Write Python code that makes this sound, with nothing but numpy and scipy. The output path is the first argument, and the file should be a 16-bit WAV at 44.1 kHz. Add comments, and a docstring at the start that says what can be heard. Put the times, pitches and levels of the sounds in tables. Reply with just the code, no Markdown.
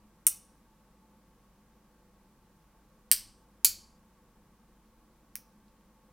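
"""Small magnetic steel balls, brought together by hand above a table, snap close by in a small quiet room.
Each snap is a burst of impacts, mostly within a few ms, that excite damped rings and a ringing cluster.
Near surfaces echo it before a short diffuse tail; dull thuds lie under the snaps and faint low hums follow.
A fan makes resonance-shaped noise with wavering tones, mains hum among them, and each channel adds hiss."""
import sys
import numpy as np
from scipy import signal
from scipy.fft import rfft, irfft
from scipy.io import wavfile

SR = 44100
rng = np.random.default_rng(int(sys.argv[2]) if len(sys.argv) > 2 else 0)


def dump(signal):
    """Clip the signal to [-1, 1] and save it as 16-bit WAV at the path in sys.argv[1]."""
    limited = np.clip(np.atleast_2d(signal).T, -1, 1)
    pcm = np.round(limited * 32767).astype(np.int16)
    wavfile.write(sys.argv[1], SR, pcm)


N = 269960  # length in samples

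# Each snap as a whole: start [t/s], bare tick relative to ring [level/dB], room answer [level/dB],
# spread of the contacts [0-1], chatter [level/dB], chatter length [t/ms], cluster pitch [f/Hz],
# cluster [level/dB], thud [level/dB]
SNAPS = [(.2676, -20, -2, 0, -31, 3.3, 5720, -29, -46), (3.1147, -13, -2, .83, -22, 2.3, 5150, -34, -38),
         (3.6485, -17, -1, .9, -24, 1.8, 4700, -20, -45), (5.3553, -15, -5.5, .6, -56, 1.8, 5300, -62, -70)]


def undb(db):
    """Decibel definition: an amplitude ratio is 10 to the power of level/20."""
    return 10 ** (np.asarray(db) / 20)


def fade(t, t60):
    """Exponential damping: the amplitude falls by 60 dB in the time t60."""
    return np.exp(-np.log(1000) * t / t60)


def add(out, s, x):
    """Superposition: mix x into out from time s in seconds."""
    i = int(s * SR)
    out[i:i + len(x)] += x[:len(out) - i]


def curve(points):
    """Spectral envelope: gain per FFT bin, interpolated in dB over log frequency."""
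    hz, db = np.transpose(points)
    bin_hz = np.arange(N // 2 + 1) * SR / N
    return undb(np.interp(np.log(bin_hz + 1), np.log(hz), db))


def noise(gain, db):
    """Spectral shaping: white noise filtered by gain, then set to an rms level in dB."""
    x = irfft(rfft(rng.standard_normal(N)) * gain, N)
    return x * undb(db) / np.std(x)


def snaps():
    """Impact radiation: direct and reflected rings and ticks; small balls radiate little bass."""
    # Impacts of ball on ball: onset [t/s], ring [level/dB], ring pitch [f/Hz]
    contacts = [(.26752, 1, 9200), (.26755, -6, 14400), (.2678, -32, 2400), (.26845, -6, 11300),
                (.26895, -4, 9900), (.2695, -11, 13500), (.26992, -9, 12000), (.27065, -8, 9100),
                (3.11475, -10, 4800), (3.1150, -17, 2200), (3.11505, -4, 14500), (3.11515, 0, 8600),
                (3.1154, -1, 12500), (3.1158, -3, 10400), (3.1162, -4, 8500), (3.11625, -8, 14000),
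                (3.1169, -14, 12000), (3.6464, -9, 6900), (3.6466, -2, 11000), (3.64695, -2, 14300),
                (3.6475, -11, 9000), (3.64845, -5, 7360), (3.6485, -24, 1500), (3.64885, -2, 11300),
                (3.6491, -5, 14500), (3.6500, -7, 9800), (5.35515, -28, 5700), (5.3552, -31, 2300),
                (5.3552, -21, 11200), (5.35535, -20, 14900), (5.3557, -26, 9000), (5.3563, -31, 12800),
                (5.682, -57, 4200), (5.81, -62, 3000)]
    # Modes of the ball cluster, like a chain: ratio to its pitch [1], level [dB], t60 [ms]
    cluster = [(.79, -12.5, 12), (.87, -10.5, 14), (.95, -4.5, 21), (1.01, 1, 20), (1.109, -7.5, 14),
               (1.38, -0.5, 18), (1.64, -0.5, 18), (1.98, -4, 14)]
    ring_t60_ms, direct_db = 2.4, 2.5
    room_side_db, side_top_hz = -23.5, 3000  # room answer that differs left and right, and its cutoff

    out, side = np.zeros(N), np.zeros(N)
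    t = np.arange(SR // 16) / SR
    distance_s = np.abs(np.subtract.outer([c[0] for c in contacts], [s[0] for s in SNAPS]))
    nearest_snap = np.argmin(distance_s, axis=1)
    for k, (start, tick_db, wet_db, spread, chatter_db, chatter_ms, pitch_hz, cluster_db, _) in enumerate(SNAPS):
        shared, unlike = room(), room()
        # impacts: (onset s, ring dB, ring Hz, ring t60 ms, tick dB)
        main = [(s, db, hz, ring_t60_ms, db + tick_db)
                for (s, db, hz), nearest in zip(contacts, nearest_snap) if nearest == k]
        body = [(start, cluster_db + db, pitch_hz * ratio, t60_ms, cluster_db + db + tick_db)
                for ratio, db, t60_ms in cluster]
        impacts = main + body + chatter(start, chatter_db, chatter_ms)
        for j, (s, *how) in enumerate(impacts):
            sample_fraction_s = s * SR % 1 / SR
            direct = contact(np.maximum(t - sample_fraction_s, 0), *how)
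            # the wider the spread, the more each main contact meets a room answer of its own
            own = room() if j < len(main) else shared
            answer = np.sqrt(1 - spread) * shared + np.sqrt(spread) * own
            answer = answer / np.sqrt(answer @ answer / (shared @ shared))  # equal energy
            add(out, s, undb(direct_db) * direct)
            add(out, s, undb(wet_db) * signal.fftconvolve(direct, answer))
            add(side, s, undb(wet_db + room_side_db) * signal.fftconvolve(direct, unlike))
    side = signal.sosfilt(signal.butter(1, side_top_hz, fs=SR, output="sos"), side)
    little_bass = signal.butter(2, 1300, "highpass", fs=SR, output="sos")
    return signal.sosfilt(little_bass, [out + side, out - side])


def contact(t, ring_db, hz, ring_t60_ms, tick_db):
    """Impulsive excitation: an abrupt stop gives a one-cycle tick and a quickly damped ring."""
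    onset = 1 - np.exp(-t / .00006)
    ring = np.sin(2 * np.pi * hz * t) * fade(t, ring_t60_ms / 1000) * onset
    u = (t - .0001) / .00003  # time from the middle of the tick, in tick widths
    tick = u * np.exp(-u ** 2 / 2) * (t > 0)
    return undb(ring_db) * ring - undb(tick_db) * tick


def chatter(start, db, length_ms):
    """Repeated impact: neighbouring balls jump and reseat in random ticks, each with a very short ring."""
    impacts = []
    for when, size, pitch in rng.random((14, 3)):
        level_db = db + 6 * size
        impacts.append((start + when * length_ms / 1000, level_db, 4000 + 11000 * pitch, 1, level_db))
    return impacts


def room():
    """Reflection and reverberation: smeared early echoes, then a fast and a slow decay per band."""
    # Near surfaces: delay [t/ms], echo [level/dB]
    echoes = [(2.9, -24), (7.0, -7), (9.1, -14.5), (11.5, -22), (15.3, -16.5), (17.0, -14), (24.5, -25.5)]
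    # Diffuse answer: band centre [f/Hz], early level [dB], early t60 [s], late level [dB], late t60 [s]
    tail = [(690, -36.5, 0.1, -50, 0.27), (1400, -29.5, 0.17, -38.5, 0.32), (2570, -39, 0.24, -40.5, 0.45),
            (4960, -29, 0.17, -37, .45), (8100, -30, 0.15, -50.5, 0.46), (11600, -35, 0.047, -49, 0.28),
            (14700, -30.5, 0.17, -48, 0.23)]

    t = np.arange(SR // 3) / SR
    h = np.zeros(len(t))  # impulse response without the direct sound
    for delay_ms, db in echoes:
        smear = .3 * rng.standard_normal(size=40) * fade(t[:40], .003)
        impulse = t[:40] == 0
        delay_s = (delay_ms + 0.089 * rng.standard_normal()) / 1000
        add(h, delay_s, undb(db) * (smear + impulse))
    for hz, early_db, early_s, late_db, late_s in tail:
        band = signal.butter(2, [hz / 1.3, min(hz * 1.3, .45 * SR)], "bandpass", fs=SR, output="sos")
        decay = undb(early_db) * fade(t, early_s) + undb(late_db) * fade(t, late_s)
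        build_up = np.minimum(t / 0.0055, 1)
        h += signal.sosfilt(band, rng.standard_normal(len(t))) * decay * build_up
    return h


def table():
    """Damped modal vibration: low sines swell within about a cycle and die away."""
    # Dull knock under each snap: pitch [f/Hz], level relative to the snap's thud [dB], t60 [s]
    knock = [(108, -7, 0.087), (226, 1.5, .035), (370, -1, 0.027), (654, -4.5, 0.03)]
    # Low hums after the hard snaps, likely the table top: onset [t/s], pitch [f/Hz], level [dB]
    hums = [(.30, 99, -64.5), (3.117, 29.78, -54), (3.189, 105.3, -65), (3.65, 28.13, -56), (3.68, 77, -58)]
    hum_t60_s = 1.0

    out, t = np.zeros(N), np.arange(SR) / SR
    modes = [(snap[0], hz, snap[-1] + db, t60) for snap in SNAPS for hz, db, t60 in knock]
    modes += [(*hum, hum_t60_s) for hum in hums]
    for s, hz, db, t60 in modes:
        swell = 1 - np.exp(-t * hz / .5)  # time constant of half a cycle
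        add(out, s, undb(db) * np.sin(2 * np.pi * hz * t) * fade(t, t60) * swell)
    return out


def fan():
    """Resonant flow noise: broadband air noise raised at duct resonances, with wavering tones."""
    # Spectral shape of the air noise: frequency [f/Hz], relative spectral level [dB]
    air = [(12, -31), (25, -3.5), (50, -10), (76, -13.5), (150, -10.5), (202, -6.5), (251, -17),
           (311, -11.5), (414, -19), (600, -21.5), (1080, -21.5), (2400, -31.5), (6000, -42.5),
           (9000, -68.5)]
    # Duct resonances: centre [f/Hz], width [f/Hz], level above the air noise [dB]
    duct = [(219.8, 28, 7.5), (507, 29, 9.5), (877, 21, 12), (1120, 52, 6), (1586, 20, 6)]
    # Mains hum and a higher tone: frequency [f/Hz], rms level [dB], rms wander [f/Hz]
    hum_tones = [(49.8, -70, 2.4), (1105.8, -82, 1.8)]
    # Air noise that differs left and right: frequency [f/Hz], level relative to the air noise [dB]
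    air_side = [(20, -27), (60, -21), (110, -19), (200, -28.5), (380, -19.5), (700, -20.5), (1500, -22),
                (6000, -21)]
    air_db = -64  # rms

    f = np.arange(N // 2 + 1) * SR / N
    resonances = sum(undb(db) ** 2 / (1 + (2 * (f - hz) / width) ** 2) for hz, width, db in duct)
    gain = curve(air) * np.sqrt(1 + resonances)
    tones = np.zeros(N)
    for hz, db, wander_hz in hum_tones:
        drift = wander_hz * noise(1 / (1 + (f / 4) ** 2), 0)  # slow, below a few Hz
        phase = 2 * np.pi * np.cumsum(hz + drift) / SR
        tones += np.sqrt(2) * undb(db) * np.sin(phase)
    unlike = gain * curve(air_side)
    side = noise(unlike, air_db) * np.linalg.norm(unlike) / np.linalg.norm(gain)
    return noise(gain, air_db) + tones + side * np.array([[1], [-1]])


def scene():
    """Superposition: balls, table and fan add, all nearly alike in both channels."""
    return snaps() + table() + fan()


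def record(dry):
    """Noise floor, overload and band limit: hiss per channel, clipped peaks, then a cut top."""
    # Spectral shape of the hiss: frequency [f/Hz], relative spectral level [dB]
    hiss_shape = [(20, -16), (200, -8), (700, -4.5), (2000, -5), (6000, -2.5), (14600, -3.5), (16000, -7)]
    hiss_db, top_hz = -74.5, 16500  # rms before the top is cut, and the cutoff

    hiss = np.array([noise(curve(hiss_shape), hiss_db) for _ in dry])
    low = signal.ellip(10, .2, 60, top_hz, fs=SR, output="sos")
    clipped = np.clip(dry + hiss, -1, 1)
    return np.clip(signal.sosfilt(low, clipped), -1, 1)


dry = scene()
out = record(dry)
dump(out)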